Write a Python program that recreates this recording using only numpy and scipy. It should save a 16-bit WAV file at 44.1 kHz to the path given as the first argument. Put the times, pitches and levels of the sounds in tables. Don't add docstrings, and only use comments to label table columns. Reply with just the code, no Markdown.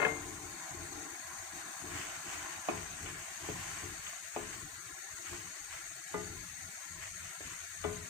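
import sys
import numpy as np
from scipy import signal
from scipy.fft import rfft, irfft, next_fast_len
from scipy.io import wavfile
from scipy.ndimage import uniform_filter1d

SR = 44100
rng = np.random.default_rng(int(sys.argv[2]) if len(sys.argv) > 2 else 0)


def store_wav(level_fs):
    pcm = np.round(np.clip(np.atleast_2d(level_fs), -1, 1) * 32767)
    wavfile.write(sys.argv[1], SR, pcm.T.astype(np.int16))


N = 356769


def sizzle():
    # (time [s], level [dB])
    fat_level = [(0.0, -48.5), (0.9, -48.5), (1.7, -48), (2.14, -48), (3.2, -48.5), (3.6, -47), (4.12, -48),
                 (4.73, -49), (5.18, -48.5), (6.76, -48.5), (8.09, -48.5)]
    # (frequency [Hz], left [relative dB], right [relative dB])
    fat_colour = [(343.14, -6, -67), (520.1, -28.5, -26.5), (718.96, -35.5, -6), (815.62, -61.5, -23),
                  (1322.9, -13.5, -9), (2151.1, -7.5, -6), (2912.6, -17.5, -18.5), (5109.4, -16, -24.5),
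                  (5760, -10.5, -11.5), (8624.1, -6, -11), (10166, -21, -26.5), (11548, -17, -22),
                  (13155, -23, -30), (14516, -30.5, -28.5)]
    # (time [s], level [dB])
    sauce_level = [(0.0, -49.5), (0.3, -54.5), (1.3, -55.5), (2.48, -53), (3.15, -60), (3.63, -55),
                   (4.19, -62.5), (4.64, -60.5), (5.95, -64), (6.4, -60.5), (7.21, -64), (8.09, -64.5)]
    # (frequency [Hz], left [relative dB], right [relative dB])
    sauce_colour = [(498.5, -33, -57.5), (620.8, -26, 2), (746.5, -6, 7), (953.16, -1, -8),
                    (1003.8, 10.5, 9.5), (1275.8, -7.5, -4), (1541, -3, 7.5), (2485, -52, -59.5)]
    # (frequency [Hz], width [Hz], level [relative dB])
    boil_modes = [(153.49, 64.7, -0.5), (237.36, 121.2, -2.5), (333.6, 62.57, -1)]
    fat = hiss(fat_colour, peaky=1, patchy_db=1.4, flicker_db=.35)
    sauce = hiss(sauce_colour, peaky=1, patchy_db=2.3, flicker_db=0.6954)
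    thuds = rung(boil_modes, jolts(per_s=40., spread_db=2.894, wash=0.8937))
    boil = gain_of(-11.5) * thuds * gain_of([[2.5], [-3.5]])
    fizz = fat + faint_pips()
    return gain_of(follow(fat_level)[0]) * fizz + gain_of(follow(sauce_level)[0]) * (sauce + boil)


def faint_pips():
    s, db, hz, pan_db = scattered(count=3000, hz=(896.45, 7931), spread_db=3.5)
    return pips(s, db - 16, hz, cycles=6.993, glide=0.14762, pan_db=pan_db)


def stir():
    # (loudest moment [s], level [dB], time to fade by about 10 dB [s], sign ignored)
    strokes = [(.06, -55.5, 0.1533), (.59, -61.5, 0.4421), (1.62, -58, 0.2951), (1.98, -46, 0.192),
               (2.15, -52, 0.0259), (2.32, -47, 0.1985), (2.70, -52.5, 0.3384), (3.06, -53, 0.1957),
               (3.22, -53, -0.1313), (3.46, -50, 0.1593), (3.61, -49, 0.1235), (3.73, -51, 0.1874),
               (4.074, -52, 0.132), (4.412, -54.5, 0.2256), (4.472, -52, -0.0025), (4.535, -50.5, -0.033),
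               (5.29, -49.5, 0.1709), (5.735, -50.5, 0.063), (6.155, -58, 0.2723), (7.03, -48.5, 0.0594),
               (7.24, -53, -0.0435), (7.29, -55, 0.0336), (7.47, -53.5, -0.1744), (7.87, -58, 0.205)]
    # (frequency [Hz], left [relative dB], right [relative dB])
    rush_colour = [(471.6, -18.5, -12.5), (758, -29, -1), (1015.7, -9, 1), (1712.3, 1, 1), (2263.7, 4, -2),
                   (3090.6, -1.5, 0), (3955.3, -23.5, -15), (5043, -7, -9.5), (6738.5, -5, -9.5),
                   (7872.5, 1, 0.5), (9410.5, -22.5, -20)]
    rise_share, blunt_top = 0.3594, 0.3235
    grit_per_s, grit_s, grit_share = 300., .003, .3
    t = coarse_time()
    strokes_db = []
    for peak_s, db, fade in strokes:
        fade_s = abs(fade)
        away = np.maximum((t - peak_s) / fade_s, (peak_s - t) / (rise_share * fade_s))
        strokes_db.append(db - 10 * (np.hypot(away, blunt_top) - blunt_top))
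    settling_db = -60
    level = np.interp(np.arange(N) / SR, t, summed(settling_db, strokes_db))
    chips = snaps(level)
    bumps = abs(jolts(grit_per_s, spread_db=2., wash=0))
    catches = signal.lfilter([1], [1, -np.exp(-1 / (grit_s * SR))], bumps)
    gritty = evened(1 - grit_share + grit_share * evened(catches))
    return chips + level * gritty * hiss(rush_colour, peaky=.35, patchy_db=1.3, flicker_db=.5)


def snaps(level):
    # (time [s], level [dB], pitch [Hz])
    loudest = [(.740, -45, 1500), (1.988, -40, 2100), (2.128, -41, 1700), (2.300, -42, 2700),
               (2.352, -41, 1500), (3.698, -42, 1800), (3.721, -41, 2400), (5.726, -45, 2800),
               (5.954, -47, 1700), (7.012, -45, 2000), (7.029, -40, 2100), (7.041, -43, 2200),
               (7.055, -43, 1800), (7.075, -44, 1700), (7.246, -42, 2000)]
    cycles = 2.5
    s, db, hz, pan_db = scattered(count=1200, hz=(1000., 3300.), spread_db=4.)
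    small = level * pips(s, db - 5, hz, cycles, glide=0, pan_db=pan_db)
    s, db, hz = np.transpose(loudest)
    return small + pips(s, db, hz, cycles, glide=0, pan_db=np.full(len(s), 4.))


def rocking():
    # (frequency [Hz], width [Hz], level [relative dB])
    stand_modes = [(43.76, 21.79, -6.5), (85.813, 20.373, 1), (119.63, 32.8, -8), (167.7, 40.32, -6.5),
                   (245.81, 35.35, -15.5)]
    # (frequency [Hz], width [Hz], level [relative dB])
    hollow_modes = [(294.15, 38.52, -2.5), (348.7, 32.46, 1), (430.15, 62.05, -9)]
    thrum = rung(stand_modes, jolts(per_s=90., spread_db=0.871, wash=1.4527))
    stand = steadied(thrum, 0.25) * gain_of([[1.8], [-2.6]])
    separate = np.array([rung(stand_modes, rng.standard_normal(N)) for _ in range(2)])
    stand += gain_of(-19.5) * separate
    note = rung(hollow_modes, jolts(per_s=150., spread_db=0.678, wash=0.9135))
    hollow = steadied(note, 0.2126) * gain_of([[4.], [-8.]])
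    stand *= shaken(column=2, fade_db_per_s=76, rest_db=-65.5)
    return stand + hollow * shaken(column=3, fade_db_per_s=98.5, rest_db=-100.5)


def shaken(column, fade_db_per_s, rest_db):
    # (start [s], time from start to fade [s], stand [dB], hollow note [dB])
    shoves = [(0., 0.323, -53, -52.5), (0.306, 0.24354, -59.5, -57.5), (0.703, 0.14415, -53, -54.5),
              (0.888, 0.1693, -62.5, -53), (1.251, 0.1918, -63.5, -68), (1.538, 0.09084, -65.5, -60),
              (1.811, 0.16595, -52.5, -52.5), (2.211, 0.2813, -60.5, -61.5), (2.704, 0.1155, -50.5, -58),
              (2.992, 0.0805, -49.5, -54), (3.408, 0.08, -55.5, -56), (3.483, 0.0617, -47, -57.5),
              (3.704, 0.0556, -55.5, -61.5), (3.81, 0.07303, -51, -55.5), (4.368, 0.2824, -55.5, -60),
              (4.847, 0.04194, -62, -65.5), (5.125, 0.1246, -63, -65.5), (5.295, 0.06516, -54.5, -54),
              (5.575, 0.3593, -65, -70), (6.141, 0.10855, -53, -54), (6.28, 0.0301, -47.5, -58),
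              (6.569, 0.0243, -55.5, -67), (6.874, 0.3773, -59, -83), (7.423, 0.0318, -53.5, -65.5),
              (7.712, 0.0926, -56, -79), (7.84, 0.08585, -45.5, -58.5)]
    rise_s = 0.05159
    t = coarse_time()
    shoves_db = []
    for row in shoves:
        start, hold = row[:2]
        early = np.maximum(start + rise_s / 2 - t, 0)
        late = np.maximum(t - start - hold, 0)
        shoves_db.append(row[column] - 20 * early / rise_s - fade_db_per_s * late)
    return np.interp(np.arange(N) / SR, t, summed(rest_db, shoves_db))


def wok_knocks():
    # (time [s], strength [dB], hardness [dB per octave], place from bottom -1 to rim 1,
    #  ring length [factor], crack [dB], left over right [dB])
    knocks = [(2.686, -32.5, -1.6556, -0.961, 0.8319, 1.5, 1.2825),
              (2.692, -41, -0.5, -0.334, 0.3824, 0.5, -8), (3.06, -53, 5.5, -0.691, 0.8606, -4.5, 7.5),
              (3.487, -32.5, -6, -0.357, 0.3185, -8.5, -2), (3.83, -44, -4, -0.642, 0.4425, -11, -4),
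              (4.067, -70, 15.5, -0.079, 0.2477, -7, -1), (4.362, -33.5, -2, -0.6503, 0.736, -2.5, 3),
              (6.141, -36, -2.5, 0.9368, 0.8336, -5, 1), (6.148, -44.5, -4.5, -0.0052, 1, 2, -2),
              (7.405, -47.5, -6.5, -0.762, 0.34, -4, -7.5), (7.84, -40, 2, -0.0723, 0.699, -6.5, 9),
              (7.847, -31.5, -2.5, 0.0051, 0.9597, -5, 1)]
    wall_hz = [183, 253, 348, 420, 612, 657, 724, 805, 856, 1023, 1212, 1303, 1384, 1467, 2015, 2261, 2509,
               2950, 3450]
    # (left [dB], right [dB], T60 [s], gain when struck near the rim [dB])
    wall_modes = [(-15.5, -32.5, 0.9647, 8.5), (-15, -26, 0.713, -4), (-7.5, -16.5, 0.2801, -6.5),
                  (-0.5, -13, 0.48134, 3), (-11.5, -19.5, 0.3746, 4), (-25, -9, 0.636, 4.5),
                  (-8.5, -3.5, 0.11803, -5), (-50, -4, 0.1663, -1), (-38, -28, 0.3137, 30.5),
                  (-13, -40.5, 0.6962, -7.5), (-4, -9.5, 0.3657, 7.5), (-34, -24.5, 0.48, 3),
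                  (-23, -23, 0.1284, 18), (-9, -46, 0.508, 7), (-17, -12, 0.393, 13),
                  (-18, -41.5, 0.3243, -13), (-34.5, -12.5, 0.1837, -14), (-14, -24.5, 0.108, -6),
                  (-15, -19.5, 0.1401, 1)]
    return blows(knocks, wall_hz, wall_modes, crack_hz=1330., crack_t60=0.03864, twin_db=-13.)


def bowl_clatter():
    # (time [s], strength [dB], hardness [dB per octave], place from bottom -1 to rim 1,
    #  ring length [factor], crack [dB], left over right [dB])
    touches = [(0., -28.5, -0.0875, 0.033, 0.749, -7, 1.5), (.017, -30, 0.8238, -0.033, 0.4874, -6.5, 4.5),
               (.026, -28.5, 0.6233, -0.32, 0.5457, -3, 2.7944), (.036, -36.5, -2, -0.155, 0.359, -3, -1.5),
               (.049, -25, 0.4237, 0.8517, 0.993, -11, -0.38),
               (.064, -46.5, -0.43, -0.494, 0.3965, 12.5, 7.5),
               (.085, -42, 1.5, -0.145, 0.9265, -15.5, -0.5)]
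    bowl_hz = [156, 296, 345, 447, 490, 590, 735, 861, 1071, 1416, 1680, 2110, 2560, 3100]
    # (left [dB], right [dB], T60 [s], gain when struck near the rim [dB])
    bowl_modes = [(-21, -22.5, 1, -3.5), (-21.5, -24.5, 1, 6.5), (-19.5, -29, 0.2897, -12),
                  (-7, -16, 0.3532, 4), (4, -16, 0.04923, 0), (-6.5, -34, 0.328, -6),
                  (-8, -34, 0.4038, -6.5), (-26, -29.5, 0.2354, -6.5), (-10, -39.5, 0.536, -0.5),
                  (-1, -22.5, 0.1019, -9.5), (2.5, -12, 0.03281, 8.5), (-3, -27.5, 0.32965, 5),
                  (-5.5, -10, 0.085, 3), (-16, -22.5, 0.0943, 4.5)]
    return blows(touches, bowl_hz, bowl_modes, crack_hz=1814., crack_t60=0.05332, twin_db=-15.)


def blows(events, modes_hz, modes, crack_hz, crack_t60, twin_db):
    out, t = np.zeros((2, N + SR)), np.arange(SR // 2) / SR
    hz = np.array(modes_hz)[:, None]
    left_db, right_db, t60, rim_db = np.transpose(modes)[..., None]
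    swell = 1 - np.exp(-t * hz / .6)
    split = 2 * np.pi * 12.115 * (hz / 420) ** 0.3127 * t
    near_turns = 2 * np.pi * hz * t
    far_turns = 2 * np.pi * hz * (t - 9e-5) + hz / 700
    near, far = (swell * (np.sin(a) + gain_of(twin_db) * np.sin(a + split)) for a in (near_turns, far_turns))
    bright = signal.butter(2, [1500., 3612], "band", fs=SR, output="sos")
    for s, db, hard, place, ring, crack_db, pan in events:
        rings = gain_of(hard * np.log2(hz / 420) + place * rim_db - 60 * t / (t60 * ring))
        left = gain_of(left_db) * rings * near
        right = gain_of(right_db) * rings * far
        noise = rng.standard_normal((3, len(t)))
        dull = signal.butter(3, [220., crack_hz * 2 ** (hard / 6)], "band", fs=SR, output="sos")
        crack = evened(signal.sosfilt(dull, noise[:2] + 0.2423 * noise[2]))
        crack *= gain_of(-60 * t / crack_t60) + gain_of(-8 - 60 * t / 0.4259)
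        tick = evened(signal.sosfilt(bright, noise[:2] + noise[2]))
        crack += gain_of(-10 - 60 * t / 0.01867) * tick
        punch = signal.sosfilt(dull, signal.sosfilt(dull, 1. * (t == 0)))
        crack += gain_of(21.) * punch / np.linalg.norm(punch)
        ports = np.array([left.sum(0), right.sum(0)]) + gain_of(crack_db) * crack
        at = round(s * SR)
        out[:, at:at + len(t)] += gain_of(db + np.array([[pan / 2], [-pan / 2]])) * ports
    return out[:, :N]


def hiss(colour, peaky, patchy_db, flicker_db, size=1024):
    peak_hz = [655, 730, 790, 1390, 1695, 1890, 3745, 4430, 6520, 12000, 15330]
    # (width [Hz], left [dB], right [dB]), before the factor peaky
    peaks = [(47.98, 4, 5), (30.05, 6.5, -4), (36.56, 4.5, 7), (86.96, 11.5, -5.5), (91.14, 9.5, -0.5),
             (87.08, 9, -15.5), (228.1, 7, 6.5), (278.25, 8.5, 8), (344.7, 12, -2), (967, 2.5, 0.5),
             (399, 18.5, 6)]
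    # (frequency [Hz], left-right likeness [0 to 1])
    likeness = [(400, 0.7895), (1200, 0.236), (2500, 0.0424), (5000, 0.0524), (15000, 0.0058)]
    frames, hz = 4 * N // size + 5, np.fft.rfftfreq(size, 1 / SR)
    a, b, c, d, patches = rng.standard_normal((frames, len(hz), 5)).T
    patches = uniform_filter1d(patches, size=3, axis=0)
    patches = evened(uniform_filter1d(patches, size=12, axis=1))
    flicker = uniform_filter1d(rng.standard_normal(frames), size=3)
    flicker = evened(flicker - uniform_filter1d(flicker, size=30))
    same = np.clip(read(likeness, hz)[0], 0, 1)[:, None]
    left = a + 1j * b
    right = same * left + np.sqrt(1 - same ** 2) * (c + 1j * d)
    peaks_db = 0
    for f, (width, left_db, right_db) in zip(peak_hz, peaks):
        peaks_db = peaks_db + peaky * np.outer([left_db, right_db], np.exp(-((hz - f) / width) ** 2))
    below = np.minimum(hz / colour[0][0], 1) ** 4
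    shape = below * gain_of(read(colour, hz) + peaks_db)
    z = np.array([left, right]) * shape[..., None]
    z *= gain_of(patchy_db * patches + flicker_db * flicker)
    out = signal.istft(z, nperseg=size, noverlap=3 * size // 4)[1][:, :N]
    return out / np.sqrt(np.mean(out.mean(0) ** 2))


def rung(modes, drive):
    size = next_fast_len(N)
    hz = np.fft.rfftfreq(size, 1 / SR)
    shape = 0
    for k, (f, width, db) in enumerate(modes):
        shape = shape + (-1) ** k * gain_of(db) / (1 + 2j * (hz - f) / width) ** 2
    shape = shape * np.minimum(hz / modes[0][0], 1)
    return evened(irfft(rfft(drive, size) * shape, size)[:N])


def jolts(per_s, spread_db, wash):
    size = gain_of(spread_db * np.minimum(rng.exponential(1, N), 4)) * rng.choice([-1., 1.], N)
    bumps = evened(size * (rng.random(N) < per_s / SR))
    return bumps + wash * rng.standard_normal(N)


def scattered(count, hz, spread_db):
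    when, size, pitch, side = rng.random((count, 4)).T
    db = -spread_db * np.log(size + 0.01463)
    return when * (N - 1) / SR, db, hz[0] * (hz[1] / hz[0]) ** pitch, 5 + 16 * (side - .5)


def pips(s, db, hz, cycles, glide, pan_db):
    t = np.arange(330) / SR
    turns = hz[:, None] * t
    wave = np.sin(2 * np.pi * turns * (1 + glide * turns / cycles))
    tone = gain_of(db)[:, None] * np.exp(-turns / cycles) * wave
    at = (np.round(s * SR).astype(int)[:, None] + np.arange(len(t))).ravel()
    ports = []
    for side, lag in ((1, 0), (-1.47, 4)):
        panned = tone * gain_of(side * pan_db / 2)[:, None]
        ports.append(np.bincount(at + lag, panned.ravel(), N + SR)[:N])
    return np.array(ports)


def steadied(x, s):
    return evened(x / np.sqrt(uniform_filter1d(x ** 2, round(s * SR)) + 0.0292))


def summed(rest_db, events_db):
    return np.sqrt(gain_of(2 * rest_db) + sum(gain_of(2 * db) for db in events_db))


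def coarse_time():
    return np.arange(0, N / SR + .002, .002)


def gain_of(db):
    return 10 ** (np.asarray(db) / 20)


def evened(x):
    return x / np.sqrt(np.mean(x ** 2) + 1e-20)


def read(points, hz):
    f, *values = np.transpose(points)
    return np.array([np.interp(np.log(hz + 1), np.log(f + 1), v) for v in values])


def follow(rows):
    s, *values = np.transpose(rows)
    return [np.interp(np.arange(N) / SR, s, v) for v in values]


def scene():
    return sizzle() + stir() + rocking() + wok_knocks() + bowl_clatter()


def record(dry):
    z = signal.stft(dry, nperseg=1024, noverlap=768)[2]
    power_db = 10 * np.log10(uniform_filter1d(abs(z) ** 2, size=5, axis=2) + 1e-20)
    threshold_db = np.maximum(np.median(power_db, axis=2, keepdims=True), -84.)
    z *= gain_of(-np.clip(2.4273 * (threshold_db - power_db), 0, 12.))
    cleaned = signal.istft(z, nperseg=1024, noverlap=768)[1][:, :N]
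    edge_hz = 15560
    low_pass = signal.firwin(1023, edge_hz, window=("kaiser", 9), fs=SR)
    return signal.oaconvolve(cleaned, low_pass[None], "same")


dry = scene()
out = record(dry)
store_wav(out)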